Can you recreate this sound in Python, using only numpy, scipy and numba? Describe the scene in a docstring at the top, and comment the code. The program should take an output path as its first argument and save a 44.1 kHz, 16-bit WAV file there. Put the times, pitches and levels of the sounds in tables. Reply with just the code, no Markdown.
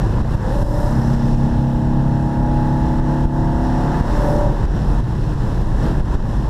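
"""Inside a small air-cooled sports car on a country road: the driver opens the throttle, pulls for
about three seconds and lifts off. The engine is a stack of sine tones at multiples of its cycle rate,
which swell as they slide through the cabin's resonances. A high, slightly wobbling tone, pulsed by the
cycle, is the belt's chirp, and short pressure pulses are bumps. Coloured noise makes body boom, road roar,
wind hiss and the buzz of loose tin. An automatic gain control ducks everything after each peak."""
import sys
import numpy as np
from scipy import signal
from scipy.fft import rfft, irfft, next_fast_len
from scipy.io import wavfile
from scipy.ndimage import uniform_filter1d
from numba import njit

SR = 44100
rng = np.random.default_rng(int(sys.argv[2]) if len(sys.argv) > 2 else 0)


def digitize_waveform(pressure):
    """Quantize a signal to 16-bit integers and store it at the path in sys.argv[1].

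    Rows of a 2-D input are taken as channels; values are limited to [-1, 1].
    """
    field = np.atleast_2d(pressure).T
    bounded = np.clip(field, -1, 1)
    quanta = np.round(bounded * 32767).astype(np.int16)
    wavfile.write(sys.argv[1], SR, quanta)


N = 286209
T = np.arange(N) / SR  # time of each sample [s]


def engine(hz, phase, throttle):
    """Each multiple of the cycle is a nearly pure tone; fixed resonances lift the tones passing through."""
    # Strength of each tone under load: (multiple of the cycle rate [count], relative level [dB])
    pull_rows = [(2, -20), (4, 0), (5, -9), (6, -10.5), (7, -4.5), (8, -21), (9, -14.5), (10, -24),
                 (11, -26), (12, -26), (13, -29), (14, -32), (15, -20), (16, -25), (17, -28), (18, -28),
                 (19, -22), (20, -26), (21, -34), (22, -33), (23, -30), (24, -22.5), (25, -26.5), (26, -30),
                 (27, -27), (28, -33), (29, -31), (30, -34), (31, -36), (32, -36)]
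    # Soft tones that sound throughout, plainest off the throttle: (multiple [count], relative level [dB])
    coast_rows = [(2, -1), (3, -6), (4, 2), (5, -11), (6, -9.5), (8, -11)]
    # Cabin resonances: (pitch [Hz], half width [Hz], boost [dB])
    cabin = [(230, 8, 3), (318, 13, 8), (355, 12, 7), (592, 10, 10), (690, 25, 5), (728, 9, 9),
             (838, 16, 12), (885, 16, 8), (938, 20, 10), (1680, 50, 8), (149, 5, -3)]
    # Intake resonances: (pitch [Hz], half width [Hz], relative level [dB])
    intake = [(590, 14, 0), (552, 12, -6), (295, 12, -5), (728, 16, -13), (860, 50, -12), (950, 20, -11)]
    # Intake howls at part throttle:
    # (full from [s], full until [s], rise [s], level [dB], starting pitch [share of the open pitch])
    howls = [(.45, 0.88, .05, -29.5, .86), (4.3, 4.46, .45, -24, 1)]
    load_open_db, load_shut_db, coast_db = -21, -36.5, -31.5
    # As the revs climb under load, the exhaust loses weight and gains edge
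    sag_from_hz, sag_db_per_hz = 34.94, -1.16
    edge_db_per_hz = 1  # per octave above the fourth multiple
    upper_db, upper_slope_db = -36, -0.3336  # multiples above the table, and change per multiple
    howl_rest_db, howl_fall_s, howl_glide_s = -50, .15, .12

    climb_hz = (hz - sag_from_hz) * throttle
    load_db = load_shut_db + (load_open_db - load_shut_db) * throttle + sag_db_per_hz * climb_hz
    howl_db = howl_rest_db
    tuning = 1
    for start_s, end_s, rise_s, db, low in howls:
        howl_db = howl_db + (db - howl_rest_db) * gate(start_s, end_s, rise_s, howl_fall_s)
        # The pitch is low while the howl rises, then glides up to the open pitch
        tuning = tuning - (1 - low) * gate(start_s - rise_s, start_s, rise_s, howl_glide_s)

    pull, coast = dict(pull_rows), dict(coast_rows)
    top_multiple = pull_rows[-1][0]
    out = 0
    for k in sorted(pull.keys() | coast.keys()) + list(range(33, 57)):
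        tone_hz = k * hz
        edge_db = edge_db_per_hz * climb_hz * np.log2(k / pull_rows[1][0])
        tone_db = pull.get(k, upper_db + upper_slope_db * (k - top_multiple))
        cabin_db = sum(db * hump(tone_hz, f, w) for f, w, db in cabin)
        load = undb(load_db + edge_db + tone_db + cabin_db)
        howl = undb(howl_db) * sum(undb(db) * hump(tone_hz, f * tuning, w) for f, w, db in intake)
        coasting = undb(coast_db + coast[k] + 3.8 * walk(7.)) if k in coast else 0
        size = np.sqrt(load ** 2 + howl ** 2 + coasting ** 2) * undb(1.2 * walk(9.))
        wander = 0.43 * walk(4.96)  # slow drift of the phase [rad]
        out = out + size * np.sin(k * phase + rng.uniform(0, 2 * np.pi) + wander)
    return np.sqrt(2) * out  # the levels above are rms


def belt(phase):
    """Like a slipping belt, a tone chirps once a cycle; later every second chirp is weaker."""
    pitch_hz, half_length = 5130, .2  # half length as a share of the cycle
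    first_s, end_s, rise_s = .745, 1.29, 0.36  # the chirps creep in before first_s
    skip_s, skip_db = .99, -12
    start_db, fade_db_per_s = -45.5, -5
    level = undb(start_db + fade_db_per_s * (T - first_s)) * gate(first_s, end_s, rise_s, .01)
    turns = (phase - phase[int(first_s * SR)]) / (2 * np.pi)
    count = np.round(turns)
    chirp_shape = np.exp(-((turns - count) / half_length) ** 2)
    wobbling_hz = pitch_hz * (1 + .012 * walk(60.))
    tone = np.sin(2 * np.pi * np.cumsum(wobbling_hz) / SR)
    weaker_db = skip_db * (T > skip_s) * (count % 2 == 0)
    return level * undb(weaker_db + 1.5 * walk(32.0)) * chirp_shape * tone


def bumps():
    """Each bump squeezes the cabin air: the pressure jumps one way, then leaks back."""
    # (time of the peak [s], level before gain control [dB], rise [s], direction of the push [sign])
    bump_rows = [(0.218, -1.5, 0.0024, -1), (0.353, -2, 0.0017, -1), (0.631, 0.5, 0.0023, 1),
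                 (1.154, -4.5, 0.0042, 1), (1.351, -9, 0.0082, -1), (3.006, -7, 0.0084, 1),
                 (3.256, -1, 0.0023, 1), (4.011, -2.5, 0.0015, -1), (4.66, -3.5, 0.01, -1),
                 (5.01, -1, 0.0057, -1), (5.347, -3.5, 0.012, -1), (5.625, -4, 0.0053, 1),
                 (6.012, -1, 0.0077, 1), (6.157, 1, 0.0049, -1)]
    fall_s = 0.019
    out = np.zeros(N)
    for s, db, rise_s, way in bump_rows:
        side_s = np.where(T < s, rise_s, fall_s)
        out += np.sign(way) * undb(db) * np.exp(-((T - s) / side_s) ** 2)
    return out


def body_boom(throttle):
    """Deep noise of the body, with its peaks softly rounded so that it stays even."""
    # Colour of the boom: (pitch [Hz], relative level [dB])
    boom_colour = [(10, -29), (16, -15), (24, 5), (33, -0.5), (50, -0.5), (62, -6), (80, -15), (115, -5),
                   (150, -14), (200, -21), (270, -39.5), (400, -60)]
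    level_db, loaded_db = -13, -3  # loaded_db is added at full throttle
    rounding = .6
    noise = bands(boom_colour, 0.45, 12.0, 1.0)
    return undb(level_db + loaded_db * throttle) * np.tanh(rounding * noise) / rounding


def road_roar(throttle, rush_db, chop):
    """Noise of tyres and engine bay; under load it gets quieter and its balance tips upward."""
    # Colour of the roar: (pitch [Hz], relative level [dB])
    road_colour = [(88, -26), (150, -3.5), (172, -4.5), (217, -2.5), (253, -9), (268, -22), (287, -4),
                   (397, -11), (563, -13.5), (618, -15.5), (710, -16), (960, -13.5), (1270, -24),
                   (1750, -22.5), (2400, -44.5), (3120, -64), (5280, -120)]
    level_db, per_rush, loaded_db = -25.5, 1.23, -3  # the roar swings more than the hiss
    tilt_db, loaded_tilt_db = -0.6, 1.5  # per octave, about 400 Hz
    road_db = level_db + per_rush * rush_db + loaded_db * throttle
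    road_tilt_db = tilt_db + loaded_tilt_db * throttle
    return undb(road_db) * (1 + chop) * bands(road_colour, 1.2, 14., .7, road_tilt_db, 400.)


def wind_hiss(rush_db, chop):
    """High noise of wind and cooling fan, which brightens for a moment in each gust."""
    # Colour of the hiss: (pitch [Hz], relative level [dB])
    hiss_colour = [(1180, -20), (2000, -10.5), (2290, -12.5), (2580, -0.5), (3240, -3), (3860, -2),
                   (4770, -8), (5280, -2.5), (6410, -11), (7340, -9.5), (8910, -14.5), (9780, -13.5),
                   (10900, -18.5), (12300, -18), (15000, -28.5)]
    # Brighter moments: (time [s], half length [s], added brightness [dB per octave])
    gusts = [(.8, .3, 4.5), (4.3, 0.1, 3.6)]
    level_db, tilt_db = -47.5, -0.35  # tilt per octave, about 4000 Hz
    noise = bands(hiss_colour, .8, 16., .7, tilt_db + swells(gusts), 4000.)
    return undb(level_db + rush_db) * (1 + .6 * chop) * noise


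def tin_buzz(phase):
    """Loose engine tin rings as filtered noise, shaken once a cycle and harder or softer at some moments."""
    # Changes of the buzz: (time [s], half length [s], rise [dB])
    buzzes = [(1.15, 0.34, 12), (3.7, .15, 11), (4.24, 0.24, 11), (4.8, .12, 6), (5.7, 0.23, -2)]
    level_db = -66
    ring_hz, ring_width_hz = 5560, 680  # width of one filter; two in a row are narrower
    ring = signal.iirpeak(ring_hz, ring_hz / ring_width_hz, SR)
    tin = signal.lfilter(*ring, signal.lfilter(*ring, rng.standard_normal(N)))
    tin_db = level_db + swells(buzzes) + 3 * walk(25.)
    return undb(tin_db) * (1 + .4 * np.sin(phase)) * tin / np.std(tin)


def rush_level():
    """Shared rise and fall of the rush of road and wind, in dB."""
    # (time [s], level [dB])
    rush_rows = [(0, 0), (.4, 0), (.55, 0.5), (.85, 1), (1.15, 1), (1.45, -1.5), (2, -3.5), (2.4, -2),
                 (2.9, -.5), (3.5, -2), (3.9, 2.5), (4.25, 4), (4.5, 0), (4.8, 0.5), (5.2, -1.5), (5.55, 0),
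                 (5.75, -1.5), (5.87, 3.5), (5.97, -0.5), (6.15, 1), (6.49, -1.5)]
    return curve(rush_rows)


def engine_chop(phase):
    """Valve gear and firings chop the roar and hiss a little at multiples of the cycle."""
    depths = 0.055, 0.1, 0.059, 0.088  # multiples 1 to 4
    return sum(depth * np.sin(k * phase) for k, depth in enumerate(depths, 1))


def engine_speed():
    """Engine cycle rate in Hz, moving in straight lines."""
    # (time [s], engine cycle rate [Hz])
    rev_rows = [(0, 32.9), (.5, 32.23), (.9, 33.03), (1.6, 33.71), (2.65, 35.08), (3.35, 35.76), (4, 36.49),
                (4.4, 36.85), (5.2, 35.7), (6.49, 34.94)]
    return curve(rev_rows)


def throttle_opening():
    """Throttle from 0, shut, to 1, open: it opens, holds and shuts."""
    open_s, opening_s, lift_s, lifting_s = 0.746, 0.19, 3.894, 0.56
    return gate(open_s + opening_s, lift_s, opening_s, lifting_s)


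def undb(db):
    """Turn decibels into a factor."""
    return 10 ** (np.asarray(db) / 20)


def curve(rows):
    """A (time, value) table joined by straight lines."""
    return np.interp(T, *np.transpose(rows))


def gate(start_s, end_s, rise_s, fall_s):
    """0 to 1 in the rise before the start, held, back to 0 in the fall after the end."""
    return np.clip(np.minimum(1 + (T - start_s) / rise_s, 1 - (T - end_s) / fall_s), 0, 1)


def swells(rows):
    """Sum of bell-shaped swells."""
    return sum(size * np.exp(-((T - s) / half_s) ** 2) for s, half_s, size in rows)


def walk(rate):
    """Smooth random wander: levels held for 1 / rate seconds, then averaged twice; spread about 0.75."""
    k = int(SR / rate)
    held = np.repeat(rng.standard_normal(N // k + 1), k)
    return 1.02 * uniform_filter1d(uniform_filter1d(held, k), k)[:N]


def hump(hz, centre_hz, half_width_hz):
    """Bell of a resonance: 1 at its centre, one half at the half width."""
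    return 1 / (1 + ((hz - centre_hz) / half_width_hz) ** 2)


def bands(points, flicker_db, flicker_rate, shared_db, tilt_db=0., pivot_hz=100.):
    """Coloured noise, rms 1 before its half-octave bands flicker alone and together and tilt per octave."""
    size = next_fast_len(N)
    hz = np.arange(size // 2 + 1) * SR / size + 1e-3  # the offset avoids log(0)
    at, db = np.transpose(points)
    colour_db = np.interp(np.log(hz), np.log(at), db, left=-120, right=-120)
    noise = rfft(rng.standard_normal(size)) * undb(colour_db)
    noise /= np.std(irfft(noise, size))
    step = 2 * np.log2(hz / at[0])  # half octaves above the first point
    shared = walk(flicker_rate)
    out = 0
    for k in range(int(2 * np.log2(at[-1] / at[0])) + 2):
        share = np.clip(1 - np.abs(step - k), 0, 1)  # neighbouring bands crossfade
        octaves = k / 2 - np.log2(pivot_hz / at[0])
        band_db = flicker_db * walk(flicker_rate) + shared_db * shared + tilt_db * octaves
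        out = out + undb(band_db) * irfft(noise * share, size)[:N]
    return out


@njit
def follow(x, attack, release):
    """Peak envelope: quick to rise, slow to fall."""
    e, out = .4, np.empty(len(x))
    for i in range(len(x)):
        a = abs(x[i])
        e += (a - e) * (attack if a > e else release)
        out[i] = e
    return out


def scene():
    """Add the engine, belt and bumps to the noise of rolling."""
    hz = engine_speed()
    phase = 2 * np.pi * np.cumsum(hz) / SR
    throttle = throttle_opening()
    rush_db, chop = rush_level(), engine_chop(phase)
    events = engine(hz, phase, throttle) + belt(phase) + bumps()
    rolling = body_boom(throttle) + road_roar(throttle, rush_db, chop)
    rolling = rolling + wind_hiss(rush_db, chop) + tin_buzz(phase)
    return (events + rolling)[None]


def record(dry):
    """Gain control ducks after each pressure peak and creeps back; then deep bass and top are cut."""
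    top_db, ratio, attack_s, release_s = -7, 10, 0.0022, 0.1
    bass_cut_hz, top_hz = 25, 15200
    peak = follow(dry[0], 1 / (attack_s * SR), 1 / (release_s * SR))
    gain = np.minimum(1, undb(top_db) / (peak + 1e-9)) ** (1 - 1 / ratio)
    bass_cut = signal.butter(2, bass_cut_hz, "high", fs=SR, output="sos")
    top_cut = signal.ellip(10, .2, 70, top_hz, fs=SR, output="sos")
    return signal.sosfilt(top_cut, signal.sosfilt(bass_cut, dry * gain))


dry = scene()
out = record(dry)
digitize_waveform(out)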